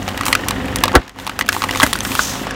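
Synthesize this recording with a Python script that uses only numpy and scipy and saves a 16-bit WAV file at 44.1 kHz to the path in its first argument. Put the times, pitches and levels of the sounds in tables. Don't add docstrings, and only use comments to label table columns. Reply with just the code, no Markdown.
import sys
import numpy as np
from scipy import signal
from scipy.fft import rfft, irfft
from scipy.io import wavfile
from scipy.ndimage import uniform_filter1d

SR = 44100
rng = np.random.default_rng(int(sys.argv[2]) if len(sys.argv) > 2 else 0)


def generate_wav(sig):
    pcm = np.round(np.clip(np.atleast_2d(sig).T, -1, 1) * 32767).astype(np.int16)
    wavfile.write(sys.argv[1], SR, pcm)


def invert_db(x):
    u = np.asarray(x, float) / 20
    return 10 ** u


N = 112454

# time in seconds, crackle level in dB, escaping air level in dB.
WEIGHT_ON_PILE = [(0, -37.5, -41), (.25, -29, -43), (.55, -32.5, -42.5), (.9, -35.5, -43), (1.02, -35, -54),
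                  (1.14, -50, -64), (1.2, -37, -45.5), (1.45, -38.5, -53), (1.51, -45, -37.5),
                  (1.535, -36, -30), (1.67, -30.5, -43.5), (1.82, -33, -26), (1.91, -35, -31.5),
                  (2.0, -37, -38), (2.05, -27, -38), (2.2, -29.5, -24.5), (2.42, -31.5, -35),
                  (2.55, -29, -56)]


def evened(x):
    return x / np.sqrt(np.mean(x ** 2) + 1e-20)


def curve(rows, col=1):
    rows = np.array(rows)
    return np.interp(np.arange(N) / SR, rows[:, 0], rows[:, col])


def add(mix, s, sound):
    part = mix[max(round(s * SR), 0):][:len(sound)]
    part += sound[:len(part)]


def noise(points, size=N):
    hz = np.fft.rfftfreq(size, 1 / SR)
    f, db = np.transpose(points)
    gain = invert_db(np.interp(np.log(hz + 1), np.log(f + 1), db, left=-60))
    return evened(irfft(rfft(rng.standard_normal(size)) * gain, size))


def wander(smoothing, size=N):
    return evened(uniform_filter1d(rng.standard_normal(size), smoothing))


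def resonate(x, hz, width):
    r = np.exp(-np.pi * width / SR)
    return signal.lfilter([1 - r * r, 0, r * r - 1], [1, -2 * r * np.cos(2 * np.pi * hz / SR), r * r], x) / 2


def resonate_twice(x, hz, width):
    return evened(resonate(resonate(x, hz, width), hz, width))


def engine():
    # time in seconds, engine cycles per second.
    cycle_speed = [(0, 24.15), (.6, 24.05), (1.1, 23.74), (1.8, 24.29), (2.1, 26.14), (2.55, 26.35)]
    # multiple of the cycle rate, level in dB.
    low_tones = [(2, -36), (3, -48.5), (4, -36), (5, -46.5), (6, -56), (8, -42), (9, -52.5)]
    # pitch in Hz, width in Hz, level in dB.
    pipe_modes = [(213, 17, 0), (266, 12, 9), (344, 96, -4.5), (513.5, 13, 0.5), (714, 20, 3)]
    # frequency in Hz, level in dB.
    block_colour = [(30, -34), (45, -3), (262, -12.5), (826, -16.5), (1150, -20.5), (1870, -14.5),
                    (2230, -23), (2960, -19.5), (15500, -111)]
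    weak_firing, jitter = 0.086, 0.027
    knock_depth, knock_fade, knock_lag = 3.7, 0.39, 0.45
    turns = np.cumsum(curve(cycle_speed)) / SR + 0.96
    tones = np.zeros(N)
    for k, db in low_tones:
        tone = np.sqrt(2) * np.cos(2 * np.pi * k * turns)
        tones += invert_db(db) * tone * (1 + 0.41 * wander(2500))

    fire = np.floor(2 * turns + jitter * wander(900))
    strength = np.where(fire % 2, weak_firing, 1) * invert_db(0.73 * rng.standard_normal(N))
    pulses = (np.diff(fire, prepend=fire[0]) > 0) * strength
    drive = evened(pulses) + 1.16 * rng.standard_normal(N)
    drive = uniform_filter1d(uniform_filter1d(drive, size=24), size=24)
    pipe = evened(sum(invert_db(db) * resonate(drive, hz, max(width, 25)) for hz, width, db in pipe_modes))

    knock = 1 + knock_depth * np.exp(-((turns - knock_lag) % 1) / knock_fade)
    block = evened(noise(block_colour) * knock)
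    whine = np.sqrt(2) * np.cos(2 * np.pi * 21.2 * turns + 0.34 * wander(1500))
    return tones + invert_db(-43) * whine + invert_db(-29.5) * pipe + invert_db(-29.5) * block


def crackle():
    folds_per_s, spread_db = 3500, 2.4
    size = invert_db(spread_db * np.minimum(rng.exponential(1, N), 3.5))
    size = size * (rng.random(N) < folds_per_s / SR)
    kind = rng.integers(0, 24, N)
    t = np.arange(600) / SR
    out = np.zeros(N)
    for k, hz in enumerate(np.geomspace(900, 7000, num=24)):
        fade = t * hz * np.exp(-t * hz / 0.45)
        fold = np.sin(2 * np.pi * hz * t) * fade * (hz / 1e3) ** -0.2
        out += signal.oaconvolve(size * (kind == k), fold)[:N]
    return evened(out) * invert_db(curve(WEIGHT_ON_PILE) - 0.5)


def air():
    # frequency in Hz, level in dB.
    leak_colour = [(1500, -17), (3500, 0), (4700, -6.5), (7200, -5.5), (10500, -12), (14500, -10.5),
                   (16500, -14.5)]
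    # frequency in Hz, level in dB.
    puff_colour = [(3000, -8), (6000, 12), (9000, 16), (10800, 9), (15000, 15), (16500, -14.5)]
    puff_starts = (.086, .2555, .486, .761, 1.21, 1.393, 1.522, 1.8315, 2.028)
    # length of the puff in seconds, level in dB.
    puff_sizes = [(0.011, -43), (0.095, -27.5), (.014, -28), (.012, -28), (.04, -46), (.018, -28),
                  (0.2, -35), (.016, -21), (0.35, -32.5)]
    jet_times = (2.18, 2.21, 2.3, 2.44)
    t = np.arange(N) / SR
    puffs = np.zeros(N)
    for s, (length, db) in zip(puff_starts, puff_sizes):
        rise = np.clip((t - s) * 300, 0, 1)
        fall = np.clip((s + length - t) / (0.71 * length), 0, 1)
        puffs += invert_db(db) * rise * fall
    leak = noise(leak_colour) * invert_db(curve(WEIGHT_ON_PILE, col=2))
    jet = resonate_twice(rng.standard_normal(N), 5900, 2600) * invert_db(-23.5)
    jet_opening = np.interp(t, np.sort(jet_times), [0.0072, 0.98, 0.48, 0.015])
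    flicker = invert_db(1.4 * wander(300))
    return flicker * (leak + noise(puff_colour) * puffs + jet * jet_opening)


def crease(db, hz, bright_db):
    t = np.arange(1024) / SR
    ring_cycles, crack_t60 = 5.1, 0.003
    ring = np.sin(2 * np.pi * hz * t) * invert_db(-60 * t * np.sqrt(hz * 1000) / ring_cycles / 2)
    crack = evened(resonate(rng.standard_normal(1024), 6000, 7000))
    return invert_db(db) * (ring + crack * invert_db(bright_db - 60 * t / crack_t60))


def snap(db, hz, bright_db):
    # multiple of the main pitch, level in dB.
    wall_modes = [(1.0, 1.5), (1.62, -7), (2.3, -10), (3.4, -2.5)]
    hold = 0.0017
    crack_t60, cavity_t60, rattle_t60 = 0.0072, 0.0036, 0.026
    ring_t60 = 0.009 / (hz / 1000) ** 0.48
    t = np.arange(4096) / SR
    after = np.maximum(t - hold, 0)

    ring = np.zeros(4096)
    for k, (ratio, mode_db) in enumerate(wall_modes):
        level = mode_db - hz * (ratio - 1) / 1000 - 60 * after * ratio ** 0.5 / ring_t60
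        pitch = hz * ratio
        if k > 0:
            level = level + 2 * rng.standard_normal() + 0.45 * (bright_db + 3.5)
            pitch *= 1 + 0.063 * rng.standard_normal()
        ring += invert_db(level) * np.sin(2 * np.pi * min(pitch, 15e3) * t)

    cavity_hz = 1150 * (1 + 0.11 * rng.standard_normal())
    cavity = invert_db(-0.5 - 60 * after / cavity_t60) * np.sin(2 * np.pi * cavity_hz * t)
    cavity *= np.minimum(t / hold, 1)
    crack = evened(resonate(rng.standard_normal(4096), 5300, 8400))
    crack *= invert_db(bright_db + 4.5 - 60 * t / crack_t60)
    rattle = resonate_twice(rng.standard_normal(4096), min(hz, 2200), 3430)
    rattle *= invert_db(-5 + 0.35 * (bright_db + 17.0) - 60 * t / rattle_t60)
    ring *= np.minimum(t / 0.0001, 1)
    rattle *= np.minimum(t / 0.00019, 1)
    return invert_db(db - 9.0) * (ring + cavity + crack + rattle)


def groan(hz, sag_db, length, db):
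    t = np.arange(0, length, 1 / SR)
    slips = rng.standard_normal(len(t))
    sag = resonate_twice(slips, 0.42 * hz, 200)
    sound = resonate_twice(slips, hz, 600) + invert_db(sag_db) * sag
    return invert_db(db) * sound * np.sqrt(t / length)


def burst(colour, db, hold, t60, thump_db):
    thump_hz, thump_lag, thump_t60, thump_drop = 50, 0.0155, 0.058, 150
    rip_t60, treble_t60 = 0.0072, 0.035
    t = np.arange(8192) / SR
    ragged = invert_db(2 * wander(60, 8192))
    rush = noise(colour, size=8192) * ragged
    low = uniform_filter1d(uniform_filter1d(rush, size=7), size=7)
    after = np.maximum(t - hold, 0)
    blast = low * invert_db(db - 60 * after / t60)
    blast += (rush - low) * invert_db(db - 60 * after / treble_t60)
    rip = rng.standard_normal(8192) * invert_db(db - 8 - 60 * t / rip_t60)

    late = t - thump_lag
    swell = invert_db(thump_db - 60 * np.maximum(late, 0) / thump_t60) * np.minimum(t / thump_lag, 1) ** 2
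    cycles = thump_hz * late - thump_drop * np.minimum(late, 0) ** 2 / thump_lag / 2
    return blast + rip - swell * np.sin(2 * np.pi * cycles)


def balls():
    # start in seconds, peak in dB, ring in Hz, crack brightness in dB.
    creases = [(0.0286, -18, 6500, -13), (.0868, -13.5, 4170, -8), (0.0933, -14, 3070, -5),
               (.1065, -29, 2500, -6), (0.147, -24, 2500, -18), (0.2136, -23, 8900, -5),
               (0.2617, -12, 1000, -10), (0.3026, -10, 1010, -25), (0.4111, -24, 5000, 0),
               (0.4711, -14, 1000, -25), (.658, -29, 11000, 3), (0.683, -14, 2500, -15),
               (0.806, -19, 6100, 0), (.931, -12, 900, -12), (1.031, -34, 3800, -4),
               (1.161, -26, 1000, -11), (1.224, -27, 1500, -11), (1.248, -24, 6000, -8),
               (1.2983, -18, 1390, -6), (1.316, -22, 1500, -9), (1.398, -25, 5000, 0),
               (1.467, -20, 2500, -3), (1.481, -16, 3500, -5), (1.5224, -11, 1500, -6),
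               (1.5435, -12, 1790, -6), (1.6447, -10, 1150, -5), (1.6878, -16, 2900, -3),
               (1.7, -16, 2900, -12), (1.727, -18, 6000, -6), (1.729, -14, 1800, -8),
               (1.737, -12, 1600, -3), (1.792, -20, 6500, -13), (1.8072, 1.5, 3370, -14),
               (1.82, -1, 1800, -14), (1.827, -8, 3000, -5), (1.874, -13, 2020, -3),
               (1.934, -4.5, 3430, 1.5), (1.962, -19, 10000, 1), (1.975, -19, 2000, -10),
               (1.989, -15.5, 2540, 2), (2.0061, -8, 3380, -9), (2.16, -10, 3020, -10),
               (2.5107, -24, 9000, 1), (0.9203, -14, 1300, -19)]
    # start in seconds, peak in dB, ring in Hz, crack brightness in
    # dB.
    shell_snaps = [(0.079, -4.5, 784, -13), (0.176, -9, 1830, -4.5), (0.21, -5, 1190, -10.5),
                   (0.234, -12.5, 1320, -5), (0.265, -7.5, 1160, 1), (0.282, -4.5, 1146, -3),
                   (0.328, 5.5, 2030, -4.5), (0.508, -5.5, 1113, 0.5), (0.759, -13.5, 1040, 13),
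                   (0.837, 6, 1035, 2.5), (0.856, -8.5, 650, -1), (0.88, -2.5, 1120, -9),
                   (0.918, -13, 900, -10), (1.079, -22, 1820, -3), (1.094, -23, 1900, -3.5),
                   (1.1875, -15.5, 880, -13), (1.267, -9.5, 1000, -4.5), (1.275, -9.5, 1070, -5),
                   (1.295, -7, 1320, -10.5), (1.391, -8.5, 805, 3.5), (1.4103, 2, 1940, -13.5),
                   (0.3517, 0.5, 1420, -1.5), (0.4845, -4, 5930, 3),
                   (1.422, -12, 2010, -8), (1.4893, 6, 1600, -6.5), (1.528, -7, 1450, 0.5),
                  (1.548, -8, 870, -9), (1.565, -3.5, 1000, -30), (1.62, -3.5, 1150, -13),
                  (1.639, -2, 1150, -9.5), (1.6915, -4, 2000, -27), (1.7098, -4.5, 2880, -5),
                  (1.749, -6, 2140, -15), (1.758, -5.5, 1103, -6.5), (1.8, 1.5, 1150, -10),
                  (1.8645, -6, 1370, 0), (1.93, -6.5, 1150, 4), (1.955, -4, 1433, -16),
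                  (2.05, -4, 1530, -10.5), (2.118, -6.5, 2540, -15), (2.152, -5.5, 1320, -3.5),
                  (2.1927, 9.5, 1466, -37), (2.469, -8.5, 775, -15.5), (2.508, -9, 1720, -15),
                  (0.2548, -13.5, 6930, 6.5), (2.0058, -5, 6200, -32)]
    # start in seconds, peak in dB, ring in Hz.
    ticks = [(0.0885, -12, 780), (0.115, -25, 1500), (0.7857, -11, 3270), (1.1988, -18.5, 3470),
             (1.462, -21, 4470), (1.63, -9.5, 1150), (1.7728, -8.5, 6493), (1.943, -17, 2500),
             (2.3544, -15.5, 930)]
    burst_starts = (.9525, 1.8305)
    # blast level in dB, hold in seconds, 60 dB fade in seconds, thump level in dB.
    burst_sizes = [
        (4.5, 0.0054, 0.045, -1.5),
        (-0.5, 0.0046, 0.027, -17.5),
    ]
    # frequency in Hz, level in dB.
    full_colour = [(120, -6), (380, 3), (800, -1), (1600, 0), (2400, -10), (3500, -15), (8000, -27),
                   (15500, -34)]
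    # frequency in Hz, level in dB.
    thin_colour = [(100, -9), (200, -1), (400, -11.5), (700, -3), (1830, -5), (4290, -20.5), (9000, -18.5),
                   (16000, -34)]
    groan_pitches = (950, 1000)
    sag_levels = (0, -12)
    # length of the groan in seconds, level in dB.
    groan_sizes = [(.015, -12), (.028, -17)]
    out = np.zeros(N)
    for s, *row in creases:
        add(out, s, crease(*row))
    for s, *row in shell_snaps:
        add(out, s, snap(*row))
    for s, db, hz in ticks:
        add(out, s, snap(db, hz, -5.5))
    for s, colour, row in zip(burst_starts, (full_colour, thin_colour), burst_sizes):
        add(out, s, burst(colour, *row))
    for s, hz, sag_db, (length, db) in zip(burst_starts, groan_pitches, sag_levels, groan_sizes):
        add(out, s - length, groan(hz, sag_db, length, db))
    return out


def echo(hits):
    t = np.arange(6000) / SR
    bounces = rng.choice([-1., 1.], 6000) * (rng.random(6000) < 0.05)
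    tail = bounces * invert_db(-60 * t / 0.075) * (t > 0.002)
    tail = signal.lfilter([1], [1, -1.4, 0.49], tail)
    return invert_db(-18.5) * signal.fftconvolve(hits, tail / np.linalg.norm(tail))[:N]


def scene():
    # time in seconds, gain in dB.
    engine_gain = [(0, -0.5), (.2, 0), (.6, 3), (.9, 3), (.99, -2), (1.05, -14), (1.14, -20), (1.18, -7.5),
                   (1.4, -6.5), (1.55, -2.5), (1.8, 0.5), (2.1, -2), (2.55, -0.5)]
    hits = balls()
    mix = hits + echo(hits) + crackle() + air() + engine() * invert_db(curve(engine_gain))
    return mix[None]


def roll_off(x):
    return signal.sosfilt(signal.butter(12, 16470, fs=SR, output="sos"), x)


def record(dry):
    treble_cut = signal.firwin(511, 15900, window=("kaiser", 9), fs=SR)
    x = signal.oaconvolve(dry, treble_cut[None], "same")
    bass_cut = signal.butter(N=2, Wn=46, btype="high", fs=SR, output="sos")
    x = signal.sosfilt(bass_cut, x)
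    return roll_off(np.clip(x, -1, 1))


dry = scene()
out = record(dry)
generate_wav(out)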